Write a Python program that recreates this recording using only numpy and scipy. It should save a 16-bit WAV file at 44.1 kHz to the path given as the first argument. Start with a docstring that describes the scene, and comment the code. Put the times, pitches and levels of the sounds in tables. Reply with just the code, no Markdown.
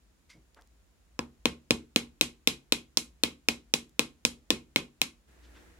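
"""A wooden paddle pats the wall of a soft clay pot sixteen times, about four slaps a second. Each slap is a wet
snap, a crack of the blade, a knock of the wall and a dull thud of the hollow pot. The stereo microphone stands
close, the loudest swings are held down, and the small studio rings on behind it. Around the slaps come short
rubs on the clay, one light tap and a few sticky ticks, over a low room hum. Near the end fingers smooth the rim
and a low drone sets in."""
import sys
import numpy as np
from scipy import signal
from scipy.io import wavfile
from scipy.ndimage import map_coordinates

SR = 44100
rng = np.random.default_rng(int(sys.argv[2]) if len(sys.argv) > 2 else 0)


def master_out(mix):
    """Clip the mix to full scale and print it as 16-bit PCM to the path in sys.argv[1]."""
    frames = np.transpose(np.atleast_2d(mix))
    ceiling = np.clip(frames, -1, 1)
    pcm = np.round(ceiling * 32767).astype(np.int16)
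    wavfile.write(sys.argv[1], SR, pcm)


N = 255416
TIME = np.arange(N) / SR
BLOW = np.arange(SR // 3) / SR
TAIL = np.arange(SR // 2) / SR
CUTOFF_HZ = 15800


def paddle():
    """Close up, every slap drives the hollow pot, its wall, the blade and the wet surface at once."""
    # Modes of the hollow pot and of its wall. Each row: pitch in Hz, relative level in dB,
    # t60 in seconds, left over right in dB.
    pot_modes = [(255, -12, 0.15, 2.5), (287.5, 3, 0.044, 1), (460.2, 6.5, 0.02, -2),
                 (540, -28, 0.024, -5.5)]
    wall_modes = [(808, 1, 0.01, 16), (1013, 0, 0.016, 16), (1265, -5, 0.015, 15), (1430, 2.5, 0.0079, 6),
                  (1710, -7.5, 0.038, 6.6)]
    out = np.zeros((2, N))
    for s, thud_db, knock_db, crack_db, snap_db, centre_hz, edge_hz, _ in blows():
        pot = struck(pot_modes, vary_db=.7, detune=.01)
        wall = struck(wall_modes, vary_db=4, detune=.023)
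        thud = cut(cut(pot, 100, "high"), 620, "low")
        knock = cut(cut(wall, 1200, "low"), 360, "high")
        crack = blade_crack(centre_hz, focus_db=10.5)
        snap = wet_snap(edge_hz, hiss_db=-4, hiss_t60=.009, pan_db=-6)
        add(out, s, blow_level(thud, thud_db) + blow_level(knock, knock_db)
            + blow_level(crack, crack_db + .5) + blow_level(snap, snap_db + 4.5))
    return out


def blows():
    """Force, wetness and squareness of each slap set its knock, room boom and brightness."""
    # Each row: start in seconds, then base levels in dB of the thud, the crack and the snap.
    slaps = [(1.1915, -29, -35, -39.5), (1.456, -22.5, -20.5, -34), (1.7076, -21, -20, -27),
             (1.9608, -23.5, -18.5, -28), (2.2111, -26.5, -18, -26), (2.4739, -26.5, -17, -26.5),
             (2.7228, -26.5, -18, -28), (2.9723, -32.5, -23.5, -23), (3.2361, -26, -19, -30),
             (3.4862, -26, -19.5, -28.5), (3.7388, -27.5, -21, -25.5), (3.9937, -25.5, -19.5, -29.5),
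             (4.2509, -27.5, -22, -24), (4.5047, -23.5, -19.5, -29), (4.7604, -24.5, -19, -32.5),
             (5.0163, -34, -20, -30)]
    s, thud_db, crack_db, snap_db = np.transpose(slaps)
    heavy, hard, wet = (db - db.mean() for db in (thud_db, crack_db, snap_db))
    # A wetter spot cushions the knock and raises the crack.
    knock_db = -30.5 + .54 * (heavy + hard) / 2 - .32 * wet
    centre_hz = 3230 * 2 ** (.05 * wet)
    # A squarer contact gives less boom and a brighter snap.
    square = hard - (heavy + wet) / 2
    boom_db = -45.5 + heavy - .36 * square
    edge_hz = 8930 * 2 ** (.2 * square)
    return np.transpose([s, thud_db, knock_db, crack_db, snap_db, centre_hz, edge_hz, boom_db])


def blade_crack(centre_hz, focus_db):
    """The spot of contact favours the wooden blade's modes around one pitch."""
    # Each row: pitch in Hz, relative level in dB, t60 in seconds, left over right in dB.
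    blade_modes = [(2170, -7.5, 0.023, -5), (2486, -1, .016, 2.5), (2548, -6, 0.013, 13),
                   (2915, -10.5, .012, 5), (2994, -5, 0.0046, 2), (3280, -13.5, 0.02, -0.5),
                   (3578, -4, 0.013, 11), (3860, -10.5, 0.018, 5.5), (4017, -13.5, 0.039, 5),
                   (4320, -3, 0.014, 7.5)]
    favoured = [(hz, db - focus_db * np.log2(hz / centre_hz) ** 2, t60, pan_db)
                for hz, db, t60, pan_db in blade_modes]
    return cut(struck(favoured, vary_db=6, detune=.0038, stagger=.61), [1950, 6500], "band")


def wet_snap(edge_hz, hiss_db, hiss_t60, pan_db):
    """Air and slip burst from under the blade: a very short hiss and a click of its upper modes."""
    # Each row: pitch in Hz, relative level in dB, t60 in seconds, left over right in dB.
    upper_modes = [(5370, 2, 0.012, -7), (5990, -3, 0.0064, -14.5), (6880, -0.5, 0.0036, -15.5),
                   (7900, -1.5, 0.0062, -7.5), (9100, -7.5, 0.0036, -4), (12600, 1, 0.0027, -7.5),
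                   (14200, -5, 0.0018, -5.5)]
    hiss = from_db(hiss_db) * rng.standard_normal(len(BLOW)) * dying(BLOW, hiss_t60)
    snap = panned(hiss, pan_db) + struck(upper_modes, vary_db=1.5, detune=.01)
    return cut(cut(snap, 4700, "high", order=3), edge_hz, "low")


def struck(modes, vary_db, detune, stagger=0):
    """Modes ring from one blow; where the blade lands changes their strength and pitch a little."""
    out = 0
    for k, (hz, db, t60, pan_db) in enumerate(modes):
        strength, shift = rng.standard_normal(2)
        # The blow takes a moment to spread, so successive modes lag by `stagger` radians.
        ring = np.cos(2 * np.pi * hz * (1 + detune * shift) * BLOW - k * stagger) * dying(BLOW, t60)
        out = out + panned(from_db(db + vary_db * strength) * ring, pan_db)
    return out


def from_the_right(x, lag_s):
    """The pot stands to the right, so its sound reaches the microphone's left side a little later."""
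    left = map_coordinates(x[0], [np.arange(N) - lag_s * SR], order=3)
    return np.array([left, x[1]])


def reflections(build_s, flutter_db):
    """The studio's dense reflections take on each slap's colour, build up fast and die band by band."""
    # Each row: frequency in Hz, half-octave level in dB relative to the blow, t60 in seconds.
    tail_bands = [(60.5, -41, 0.45), (142, -16.5, 0.12), (280, -15.5, 0.35), (500, -17.5, 0.24),
                  (730, -15.5, 0.19), (1260, -16.5, 0.23), (1650, -17.5, 0.18), (2500, -16.5, .21),
                  (3500, -16, 0.2), (4770, -12, 0.19), (7350, -7, .19), (8796, -10, 0.21),
                  (13700, -6.5, 0.047)]
    # Each row: frequency in Hz, likeness of left and right from 0 to 1.
    likeness = [(150, .95), (400, .7), (1000, .3), (2500, .1)]
    # Centres in Hz of the thud, knock, crack and snap.
    part_hz = [450, 1300, 2900, 7000]
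    slaps = blows()
    out = np.zeros((2, N))
    for hz, (mid, side) in bands(N):
        noise = rms_one(stereo(mid, side, at_hz(likeness, hz)))
        decay = dying(TAIL, at_hz(tail_bands, hz, column=2)) * swelling(TAIL, build_s)
        level = np.zeros((1, N))
        for (s, *part_db, _, edge_hz, _), chance in zip(slaps, rng.standard_normal(len(slaps))):
            blow_db = np.interp(np.log(hz), np.log(part_hz), part_db) + flutter_db * chance
            rolloff = 1 / np.sqrt(1 + (hz / edge_hz) ** 2)
            add(level, s, from_db(blow_db + at_hz(tail_bands, hz)) * decay * rolloff)
        out += level * noise
    return out


def ringing(tail):
    """Pot, blade and room stress the same few pitches in the studio's ring after each slap."""
    # Peaks and hollows. Each row: centre in Hz, width in Hz, gain in dB.
    ring_peaks = [(97, 15, -11.5), (660, 130, -10), (1070, 83, 1.5), (1076, 40, 5.5), (1930, 200, -1.5),
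                  (2160, 63, 6.5), (2495, 86, 8), (2830, 77, 4), (3140, 37, 7), (3370, 35, 7),
                  (4100, 150, 4.5), (3900, 55, 7), (5370, 46, 3)]
    return peaked(tail, ring_peaks)


def standing_waves(build_s):
    """Each thud sets the low modes of the studio swelling and then humming briefly."""
    # Each row: pitch in Hz, relative level in dB, t60 in seconds, left over right in dB.
    room_modes = [(71.6, -10, 0.46, -0.5), (139.1, -9, 0.43, 4), (182, -7.5, 0.29, -2.5),
                  (238.3, 6, .28, -0.5), (244, -8, 0.069, -1.5), (316, -9.5, 0.24, 1),
                  (339, -14.5, 0.23, -0.5)]
    out = np.zeros((2, N))
    for s, *_, boom_db in blows():
        boom = struck(room_modes, vary_db=1.5, detune=0) * swelling(BLOW, build_s)
        add(out, s, blow_level(boom, boom_db, window_s=.1))
    return out


def clay_handling(grain_db):
    """Short grainy rubs on damp clay, one light tap and a few tiny ticks."""
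    # Rubs and, third, a light paddle tap. Each row: peak time in seconds, level in dB,
    # rise and fall in seconds, centre in Hz, width in octaves.
    touches = [(.368, -57.5, 0.021, 0.031, 179, 1.76), (.574, -56.5, 0.0077, 0.03, 640, 2.34),
               (.591, -49.5, 0.0012, .004, 1460, 0.25), (5.45, -64.5, .02, 0.026, 2410, 2.2),
               (5.575, -59.5, .025, 0.018, 1800, 2.1)]
    # Sticky ticks of the clay. Each row: start in seconds, peak level in dB, centre in Hz.
    ticks = [(.546, -49, 4130), (0.612, -51, 6800), (0.621, -50, 4130), (.674, -52.5, 6750),
             (3.894, -51.5, 6700)]
    out = np.zeros((2, N))
    for s, db, rise_s, fall_s, hz, octaves in touches:
        half = 2 ** (octaves / 2)
        out += from_db(db) * contact(s, rise_s, fall_s, [hz / half, hz * half], grain_db)
    for s, db, hz in ticks:
        burst = rng.standard_normal(len(BLOW)) * dying(BLOW, t60=.0068)
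        tick = cut(burst, hz * np.sqrt([.5, 2]), "band", order=1)
        add(out, s, from_db(db) * tick / np.abs(tick).max())
    return out


def graze():
    """Before the first slap the blade scrapes lightly over the pot and sings at a few pitches."""
    # Each row: centre in Hz, width in Hz, gain in dB.
    resonances = [(2150, 130, 15.5), (3460, 63, 0), (4900, 80, 9), (5740, 73, 8)]
    scrape = contact(peak_s=.302, rise_s=.0066, fall_s=.027, edges_hz=[1100, 6500], grain_db=6)
    return peaked(from_db(-56.5) * scrape, resonances)


def contact(peak_s, rise_s, fall_s, edges_hz, grain_db):
    """One brief contact with damp clay: grainy noise swells quickly, then dies away."""
    grains = rng.standard_normal(N) * from_db(grain_db * rng.standard_normal(N))
    t = TIME - peak_s
    envelope = np.exp(-np.where(t < 0, (t / rise_s) ** 2, t / fall_s))
    return envelope * rms_one(cut(grains, edges_hz, "band"))


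def rim_smoothing(start_s, attack_s, press_s, press_width_s, drone_hz):
    """Fingers smooth the rim and bear down once; a low drone sets in with them."""
    # Each row: frequency in Hz, relative noise density in dB.
    spectrum = [(25, -28), (62, -10.5), (105, -22), (240, -24), (330, -16), (450, -27), (1200, -32),
                (1800, -27.5), (2700, -35.5), (4700, -41.5), (7000, -40.5), (16000, -51.5)]
    touch = np.clip((TIME - start_s) / attack_s, 0, 1)
    press = np.exp(-((TIME - press_s) / press_width_s) ** 2)
    rubbing = from_db(-62.5 + 5.5 * press) * steady_noise(spectrum)
    drone = from_db(-60) * np.sqrt(2) * np.sin(2 * np.pi * drone_hz * TIME)
    return touch * (rubbing + drone)


def room_tone():
    """The studio itself, behind everything: a low hum and a faint hiss."""
    # Each row: frequency in Hz, relative noise density in dB.
    spectrum = [(25, -29), (40, -16), (58, -6), (75, -17.5), (100, -29), (150, -22.5), (240, -24),
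                (400, -29.5), (750, -35), (1500, -36), (2400, -38.5), (5000, -41.5), (8000, -43),
                (15000, -50.5)]
    # Peaks and hollows. Each row: centre in Hz, width in Hz, gain in dB.
    tone_peaks = [(30, 12, -11), (58, 11, 6.5), (6900, 400, 5)]
    return peaked(from_db(-66.5) * steady_noise(spectrum), tone_peaks)


def steady_noise(spectrum):
    """Stereo noise at rms 1, alike on both sides of the microphone only in the bass."""
    # Each row: frequency in Hz, likeness of left and right from 0 to 1.
    likeness = [(60, .92), (180, 0.39), (550, 0.36), (1650, 0)]
    return rms_one(sum(from_db(at_hz(spectrum, hz)) * stereo(mid, side, at_hz(likeness, hz))
                       for hz, (mid, side) in bands(N)))


def bands(size):
    """Yields the centre in Hz and two unrelated noises for each band, about half an octave wide."""
    edges = np.append(22 * 2 ** (np.arange(20) / 2), CUTOFF_HZ + 2000)
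    white = rng.standard_normal((2, 2, size + SR // 4))
    for k, (low, high) in enumerate(zip(edges, edges[1:])):
        yield np.sqrt(low * high), cut(white[k % 2], [low, high], "band")[:, -size:]


def stereo(mid, side, alike):
    """Blends two noises into left and right with correlation `alike`."""
    return np.sqrt(1 + alike) * mid + np.sqrt(1 - alike) * side * [[1], [-1]]


def peaked(x, peaks):
    """Lifts or hollows narrow bands, one after another."""
    for hz, width, db in peaks:
        x = x + (from_db(db) - 1) * signal.lfilter(*signal.iirpeak(hz, hz / width, fs=SR), x)
    return x


def blow_level(x, db, window_s=.01):
    """Scales a blow to the given rms level over its opening window."""
    return from_db(db) * x / np.sqrt(np.mean(x[:, :round(window_s * SR)] ** 2))


def at_hz(points, hz, column=1):
    """Reads a column of a table on a log-frequency axis."""
    table = np.array(points)
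    return np.interp(np.log(hz), np.log(table[:, 0]), table[:, column])


def add(out, s, x):
    """Mixes a sound in at s seconds."""
    i = round(s * SR)
    out[:, i:i + x.shape[-1]] += x[..., :N - i]


def cut(x, hz, kind, order=2):
    return signal.sosfilt(signal.butter(order, np.clip(hz, 10, .45 * SR), kind, fs=SR, output="sos"), x)


def swelling(t, build_s):
    return 1 - np.exp(-(t / build_s) ** 2)


def dying(t, t60):
    return np.exp(-np.log(1000) * t / t60)


def panned(x, pan_db):
    return x * from_db([[pan_db / 2], [-pan_db / 2]])


def from_db(db):
    return 10 ** (np.asarray(db) / 20)


def rms_one(x):
    return x / np.sqrt(np.mean(x ** 2) + 1e-20)


def scene():
    """The close slaps, their ring in the studio, the handling of the clay and the room tone."""
    studio = ringing(reflections(build_s=.00044, flutter_db=.5)) + standing_waves(build_s=.01)
    slaps = from_the_right(paddle(), lag_s=.000092)
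    handling = clay_handling(grain_db=4.5) + graze()
    rim = rim_smoothing(start_s=5.265, attack_s=.024, press_s=5.6, press_width_s=.12, drone_hz=60.3)
    return slaps + studio + handling + rim + room_tone()


def record(dry):
    """The loudest swings of each slap are held down and rounded; the deepest bass and the top are cut."""
    ceiling = .72
    rounded = dry / (1 + (dry / ceiling) ** 4) ** (1 / 4)
    thinned = cut(rounded, 29, "high", order=4)
    return signal.sosfilt(signal.ellip(8, .1, 90, CUTOFF_HZ, fs=SR, output="sos"), thinned)


dry = scene()
out = record(dry)
master_out(out)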